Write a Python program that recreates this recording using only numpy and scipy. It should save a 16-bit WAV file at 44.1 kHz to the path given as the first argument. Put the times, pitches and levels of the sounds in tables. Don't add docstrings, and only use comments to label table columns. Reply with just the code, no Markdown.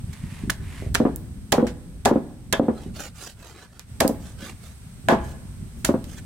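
import sys
import numpy as np
from scipy import signal
from scipy.fft import rfft, irfft
from scipy.io import wavfile
from scipy.ndimage import uniform_filter1d, minimum_filter1d

SR = 44100
rng = np.random.default_rng(int(sys.argv[2]) if len(sys.argv) > 2 else 0)


def wrap_up_sound(samples):
    columns = np.atleast_2d(samples).T
    tamed = np.clip(columns, -1, 1)
    steps = np.round(tamed * 32767).astype(np.int16)
    wavfile.write(sys.argv[1], SR, steps)


N = 275625
ONE_SECOND = np.arange(SR) / SR


def amp(db):
    return 10 ** (np.asarray(db) / 20)


def unit(x):
    return x / np.sqrt(np.mean(x ** 2) + 1e-20)


def read(points, hz):
    f, value = np.transpose(points)
    return np.interp(np.log(hz + 1), np.log(f + 1), value)


def add(mix, s, sound):
    part = mix[..., max(round(s * SR), 0):][..., :sound.shape[-1]]
    part += sound[..., :part.shape[-1]]


def convolve(x, response):
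    return signal.fftconvolve(np.atleast_2d(x), response, axes=1)[:, :N]


def pair(size, side):
    mid, wide = rng.standard_normal((2, size))
    return np.array([mid + side * wide, mid - side * wide])


def smooth_noise(size, *widths):
    slow = rng.standard_normal(size)
    for width in widths:
        slow = uniform_filter1d(slow, size=width)
    return unit(slow)


def grain(size, hold, depth_db):
    return amp(depth_db * np.repeat(rng.standard_normal(size), hold)[:size])


# f/Hz, side gain/dB
SIDE_GAIN = [(100, -11.5), (250, -10), (500, -3.5), (1000, -4), (3000, 2.5), (16000, 4)]
# f/Hz, level/dB
RIGHT_EXCESS = [(300, -6), (1200, 4), (2500, 7.5), (5000, 6.5), (8000, 17), (16000, 12.5)]


def colour(x, spectrum, lean=0):
    hz, z = np.fft.rfftfreq(x.shape[-1], 1 / SR), rfft(x)
    mid = z.mean(0)
    z = mid + (z - mid) * amp(read(SIDE_GAIN, hz))
    db = read(spectrum, hz) + lean * np.outer([-.5, .5], read(RIGHT_EXCESS, hz))
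    return unit(irfft(z * amp(db), x.shape[-1]))


def tilted(spectrum, db_per_octave):
    return [(hz, db + db_per_octave * np.log2(hz)) for hz, db in spectrum]


def fade(x, t60s):
    hz, t, z = signal.stft(x, SR, nperseg=256)
    decay = amp(-60 * t / read(t60s, hz)[:, None])
    return signal.istft(z * decay, SR, nperseg=256)[1][:, :x.shape[-1]]


def ring(modes, spread=0, scatter=0):
    skew, start = rng.standard_normal((2, len(modes), 1, 1))
    phase_rad = scatter * start + spread * skew * np.array([[-1], [1]])
    out = 0
    for k, (hz, db, t60_s) in enumerate(modes):
        envelope = amp(db - 60 * ONE_SECOND / t60_s)
        out = out + envelope * np.sin(2 * np.pi * hz * ONE_SECOND + k * np.pi + phase_rad[k])
    return out


def push(s, db, hz):
    t = np.arange(-SR // 50, SR // 50) / SR
    u = (np.pi * hz * t) ** 2
    return s + t[0], amp(db) * (2 * u - 1) * np.exp(-u)


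def arch(size, fullness):
    return np.sin(np.pi * (np.arange(size) + .5) / size) ** fullness


# f/Hz, level/dB, t60/s
BLOCK_MODES = [(163.5, -20.5, 0.36), (212.3, -10.5, 0.38), (245, 1, 0.094), (274.6, -6.5, 0.12),
               (322, -2.5, 0.068), (351, -7, 0.14), (404.8, -0.5, 0.16), (445, -10.5, 0.04),
               (510.4, -8.5, 0.05), (539, -4.5, 0.033), (660.6, -2, 0.22), (647, -21, 0.15),
               (755, -8.5, 0.089), (837, -14.5, 0.45), (822, -35.5, 0.41), (949, -10, 0.11),
               (1097, -12, 0.071), (1174, -17.5, 0.25)]
# f/Hz, density/(dB per Hz)
WOOD_COLOUR = [(60, -55), (150, -1.5), (250, -7), (600, 12), (1000, 5.5), (1700, -18.5), (2400, -15),
               (5000, -18.5), (12000, -19)]
# f/Hz, t60/s
WOOD_DECAY = [(100, 1), (400, 0.076), (1500, 0.25), (8000, 0.15)]


def block(modes_db=-22, dense_db=-15.5, side=0.67):
    dense = fade(colour(pair(SR, side), WOOD_COLOUR), WOOD_DECAY)
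    return amp(modes_db) * ring(BLOCK_MODES, spread=0.36) + amp(dense_db) * dense


def shake(force, direct_db=-1.5, ring_db=-29):
    return amp(direct_db) * force + amp(ring_db) * convolve(force, block())[:, :len(force)]


def stir(rest_db=-63, build_db_per_s=87, swing_die_db_per_s=12.5, lag_s=0.013,
         bump_rumble_db=-20.5, bump_die_db_per_s=101):
    t = np.arange(0, N / SR, .005)
    moves = [(s, db, swing_die_db_per_s) for s, *_, db in BLOWS_AT]
    moves += [(s, db + bump_rumble_db, bump_die_db_per_s) for s, db, _ in BUMPS_AT]
    power = amp(rest_db) ** 2
    for s, db, die_db_per_s in moves:
        since_s = t - s - lag_s
        below_peak_db = np.maximum(-build_db_per_s * since_s, die_db_per_s * since_s)
        power = power + amp(db - below_peak_db) ** 2
    return np.interp(np.arange(N) / SR, t, np.sqrt(power))


# f/Hz, density/(dB per Hz)
RUMBLE_COLOUR = [(12, -44), (20, -9.5), (54, 3), (81, 3.5), (183, -4.5), (256, -9), (300, -20),
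                 (393, -20.5), (491, -32.5), (767, -35.5), (900, -45), (1170, -70), (1980, -120)]
# f/Hz, density/(dB per Hz)
HISS_COLOUR = [(600, 8), (1500, 6), (3000, 0), (6500, -4.5), (10000, -6), (16000, -8.5)]
# f/Hz, density/(dB per Hz)
INSECT_COLOUR = [(6500, -6.5), (7500, -6.5), (8100, 3.5), (8500, 5.5), (9000, 1), (9250, -9), (10200, -33),
                 (10800, -1), (11800, -6), (12600, -16), (16000, -58)]
# t/s, level/dB
AIR_LEVEL = [(0, -55), (2.5, -60), (2.8, -58), (3.85, -64.5), (3.9, -56), (6.25, -55.5)]


def background(rumble_db=3, lumps_db=1.5, insects_db=0):
    lumps = amp(lumps_db * smooth_noise(N, 1500, 1000))
    rumble = unit(colour(pair(N, 1), RUMBLE_COLOUR) * lumps)
    insects = colour(pair(N, 0.72), INSECT_COLOUR, lean=0.37)
    air = colour(pair(N, 1.0), HISS_COLOUR) + amp(insects_db) * insects
    air_db = np.interp(np.arange(N) / SR, *np.transpose(AIR_LEVEL))
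    return amp(rumble_db) * stir() * rumble + amp(air_db) * air


# t/s, force level/dB, hardness f/Hz
BUMPS_AT = [(0.044, -18, 103), (.098, -23, 107), (0.24, -19, 135), (0.326, -23.5, 148), (.439, -19.5, 218),
            (0.4784, -16, 188), (.824, -21.5, 367), (0.865, -23, 337), (.874, -15.5, 71.5),
            (2.864, -20, 240), (2.911, -22.5, 140), (3.922, -30, 90), (4.428, -26, 189), (4.87, -27, 111),
            (4.998, -28, 118), (5.629, -18.5, 117)]


def bumps():
    force = np.zeros(N)
    for s, db, hardness_hz in BUMPS_AT:
        add(force, *push(s, db, hardness_hz))
    return shake(force)


# start t/s, length/s, level/dB
BRUSHES_AT = [(0.08, 0.17, -53), (.22, 0.27, -48), (0.606, .3, -47)]
# f/Hz, density/(dB per Hz)
CLOTH_COLOUR = [(400, -11), (1000, 0), (1400, -4.5), (2000, 2), (2700, -2), (3500, -8), (5500, -13),
                (8000, -12.5), (11000, -14.5), (16000, -31)]


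def sleeves(grain_db=2.0, fullness=0.58):
    speed = np.zeros(N)
    for s, length_s, db in BRUSHES_AT:
        add(speed, s, amp(db) * arch(round(length_s * SR), fullness))
    rubbing = pair(N, 0.43) * grain(N, 100, grain_db)
    return speed * colour(rubbing, CLOTH_COLOUR, lean=0.28)


# t/s, level/dB, length/s, tilt/(dB per octave),
# wet spatter energy relative to the crack/dB
CRACKS_AT = [(0.131, -43.5, 0.0094, 0, -1), (0.4998, -19, 0.0067, 1, -6.5), (0.9437, -29, 0.0024, 4, -20),
             (0.9484, -15.5, 0.0029, 0, -22), (0.9526, -14, 0.0035, -2, -2),
             (1.1603, -19, 0.0015, 15.5, -12), (1.521, -14.5, 0.0084, -0.5, -2.5),
             (1.668, -45, 0.0045, -1.5, 19), (2.0517, -15, 0.00089, -1, -4),
             (2.0557, -16.5, 0.0045, 0, -0.5), (2.064, -14.5, 0.0013, -7, -13),
             (2.5259, -15, 0.006, 0, -16), (2.534, -23.5, 0.0022, -4, 8.5),
             (3.7947, -31.5, 0.00099, -0.5, 1), (4.0019, -29, 0.003, 3, -20),
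             (4.004, -13.5, 0.005, 1, -2.5), (4.0782, -15, 0.0013, 8.5, -5), (5.086, -4, 0.0016, -3, -4.5),
             (5.8459, -28, 0.0015, -2, -20), (5.8475, -16, 0.0058, 2, -1), (6.042, -29.5, 0.001, 2.5, -3)]
# f/Hz, density/(dB per Hz)
BONE_COLOUR = [(200, 0), (800, 3), (1550, 11.5), (2100, 7.5), (2900, 5), (6500, 2), (9500, -1.5),
               (13000, -8), (16000, -12)]


def cracks(grain_db=3, after_s=0.023, side=0.69, spatter_side=0.73):
    out, t = np.zeros((2, N)), ONE_SECOND[:SR // 6]
    for s, db, length_s, tilt, after_db in CRACKS_AT:
        spectrum = tilted(BONE_COLOUR, tilt)
        fractures = pair(len(t), side) * grain(len(t), 10, grain_db)
        burst = colour(fractures, spectrum, lean=.8) / (1 + (t / length_s) ** 8)
        spatter = colour(pair(len(t), spatter_side), spectrum, lean=0.27)
        spatter = spatter * np.sqrt(length_s / after_s) * np.exp(-t / after_s)
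        add(out, s, amp(db) * (burst + amp(after_db) * spatter))
    return out


# t/s, wood level/dB, hardness f/Hz, blade ring level/dB,
# pitch the blade favours f/Hz, share of ring time the meat leaves, swing rumble level/dB
BLOWS_AT = [(0.4979, -20.5, 2000, -8.5, 1560, 0.19, -36), (0.953, -10, 780, -3, 2200, 0.17, -34.5),
            (1.526, 4, 1030, -12, 1500, 0.16, -41), (2.0567, 7, 1030, -16, 1500, 0.99, -41),
            (2.5334, -3, 1460, -9, 3130, 0.71, -42.5), (4.008, 3.5, 840, -12.5, 1600, 0.3, -38.5),
            (5.086, 12, 2000, -3, 1550, 0.8, -35.5), (5.85, -13.5, 1200, -3.5, 3100, 0.076, -36.5)]
# f/Hz, level/dB, t60/s
BLADE_MODES = [(1490, -7, .12), (1523, -7, .19), (1630, -8, .15), (1675, -4, .17), (1722, -3, .17),
               (1765, -5, .16), (1967, -9, .11), (2040, -8, .08), (2621, -16, .14), (3086, -14, .17),
               (3270, -11, .16), (3400, -14, .15), (3540, -14, .15), (3659, -15, .16)]


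def blows(blade_db=-7, focus_db=9, thud_db=-21, thud_hz=190, cushion_s=0.0034):
    out = np.zeros((2, N))
    for s, wood_db, hardness_hz, ring_db, favoured_hz, freedom, _ in BLOWS_AT:
        knock = signal.lfilter(*signal.butter(1, hardness_hz, fs=SR), block())
        modes = [(hz, db - focus_db * np.log2(hz / favoured_hz) ** 2, freedom * t60_s)
                 for hz, db, t60_s in BLADE_MODES]
        steel = ring(modes, spread=0.82, scatter=1.4)
        add(out, s, amp(wood_db) * knock + amp(ring_db + blade_db) * steel)
        add(out, *push(s - cushion_s, thud_db, thud_hz))
    return out


# t/s, level/dB, rim hardness f/Hz, relative clack level/dB
ROCKS_AT = [(1.0023, -1, 444, -29), (1.0527, -1, 470, -22), (1.5818, -0.5, 457, -19.5),
            (1.6275, -2.5, 440, -31), (2.1131, 0, 430, -24), (2.1583, -3.5, 413, -28.5),
            (2.5971, 2, 485, -32), (2.6842, -4, 478, -24.5), (4.048, -4, 544, -22),
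            (4.0946, -8.5, 420, -29), (5.123, -3.5, 460, -15), (5.8909, -3, 526, -22.5),
            (5.941, -7.5, 526, -24)]
# f/Hz, density/(dB per Hz)
CLACK_COLOUR = [(200, 0), (600, -4), (1050, 0), (1500, -10), (2500, -25.5), (4000, -42), (16000, -96)]


def rocking(gap_s=0.003857, rim_db=-8.0, flat_hz=285, settle_db=-10, loss_db=2, grit_db=-17,
            clack_rise_s=0.0011, clack_s=.02, count=3):
    out, lead_s, t = np.zeros((2, N)), .02, ONE_SECOND[:SR // 6]
    for s, db, rim_hz, clack_db in ROCKS_AT:
        force = np.zeros(SR)
        add(force, *push(lead_s, rim_db, rim_hz))
        add(force, *push(lead_s, grit_db, 1.7 * rim_hz))
        add(force, *push(lead_s + gap_s, 0, flat_hz))
        for k, late in enumerate(rng.normal(0, 0.12, count)):
            chatter_s = lead_s + (k + 2 + late) * gap_s
            add(force, *push(chatter_s, settle_db - k * loss_db, 0.71 * rim_hz))
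        add(out, s - lead_s, amp(db) * shake(force))
        envelope = np.minimum(t / clack_rise_s, 1) * np.exp(-t / clack_s)
        add(out, s, amp(db + clack_db) * colour(pair(len(t), 1.0), CLACK_COLOUR) * envelope)
    return out


# start t/s, length/s, level/dB, tilt/(dB per octave),
# song of the steel relative to the scrape/dB
SLICES_AT = [(2.707, 0.22, -48.5, -1, -13), (2.93, 0.18, -36, 0, -29), (3.136, .21, -39.5, 1.5, -31),
             (3.36, 0.22, -46, -0.5, -32), (3.499, 0.2, -46.5, -1, -6), (3.678, .16, -55, 0, -4),
             (4.19, .16, -48, 1, -13), (4.374, .17, -38.5, 0.3, -10), (4.587, 0.16, -48.5, 1.5, -16),
             (5.191, .17, -50, 3, -21), (5.745, 0.11, -56, 9, -25), (6.055, 0.13, -46.5, 1.5, -18),
             (6.159, 0.048, -42.5, 2, 0.5)]
# f/Hz, density/(dB per Hz)
FLESH_COLOUR = [(180, -13), (300, -8), (749, -7), (1040, -15.5), (1210, -9.5), (1810, -14), (1970, -15.5),
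                (3130, -16), (3950, -16.5), (7440, -20), (16000, -33.5)]


def slicing(clump_db=2, grain_db=1.5, patchy_db=5, side=0.47, fullness=1.19, snaps_per_s=80, snap_db=16.5):
    out, size = np.zeros((2, N)), SR // 3
    blade = ring(BLADE_MODES, spread=0.38)[:, :size]
    for s, length_s, db, tilt, steel_db in SLICES_AT:
        tearing = pair(size, side) * grain(size, 40, grain_db)
        snapping = rng.random(size) < snaps_per_s / SR
        tearing = tearing + amp(snap_db) * pair(size, side) * snapping
        z = signal.stft(tearing, nperseg=1024, noverlap=768)[2]
        patches = rng.standard_normal(z.shape[1:])
        patches = uniform_filter1d(patches, size=3, axis=0)
        patches = unit(uniform_filter1d(patches, size=10, axis=1))
        z = z * amp(patchy_db * patches)
        tearing = signal.istft(z, nperseg=1024, noverlap=768)[1][:, :size]
        steel = unit(convolve(tearing[0], blade)[:, :size])
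        scrape = colour(tearing, tilted(FLESH_COLOUR, tilt), lean=0.65) + amp(steel_db) * steel
        scrape = scrape * amp(clump_db * smooth_noise(size, 300, 200))
        speed = arch(round(length_s * SR), fullness)
        add(out, s, amp(db) * speed * unit(scrape[:, -len(speed):]))
    return out


# f/Hz, t60/s
YARD_DECAY = [(150, 0.98), (500, 0.67), (1500, 0.76), (4000, 0.52), (9000, 0.11), (15000, 0.7)]


def yard(x, wet_db=-22, rise_s=0.0077):
    tail = fade(pair(SR, 0.1), YARD_DECAY) * (1 - np.exp(-ONE_SECOND / rise_s))
    return amp(wet_db) * convolve(x, tail / np.linalg.norm(tail[0]))


def scene():
    work = bumps() + sleeves() + cracks() + blows() + rocking() + slicing()
    return background() + work + yard(work)


def limit(x, ceiling_db=-5, recovery_db_per_s=220):
    over_db = np.maximum(20 * np.log10(abs(x.mean(0)) + 1e-9) - ceiling_db, 0)
    over_db = -minimum_filter1d(-over_db, size=128)
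    fall_db = np.arange(N) * recovery_db_per_s / SR
    cut_db = np.maximum.accumulate(over_db + fall_db) - fall_db
    cut_db = uniform_filter1d(uniform_filter1d(cut_db, size=64), size=64)
    held = x / amp(cut_db)
    return held / (1 + (held / .85) ** 12) ** (1 / 12)


def record(dry, edge_hz=16300):
    lowpass = signal.firwin(255, edge_hz, window=("kaiser", 9), fs=SR)
    return signal.oaconvolve(limit(dry), lowpass[None], "same")


dry = scene()
out = record(dry)
wrap_up_sound(out)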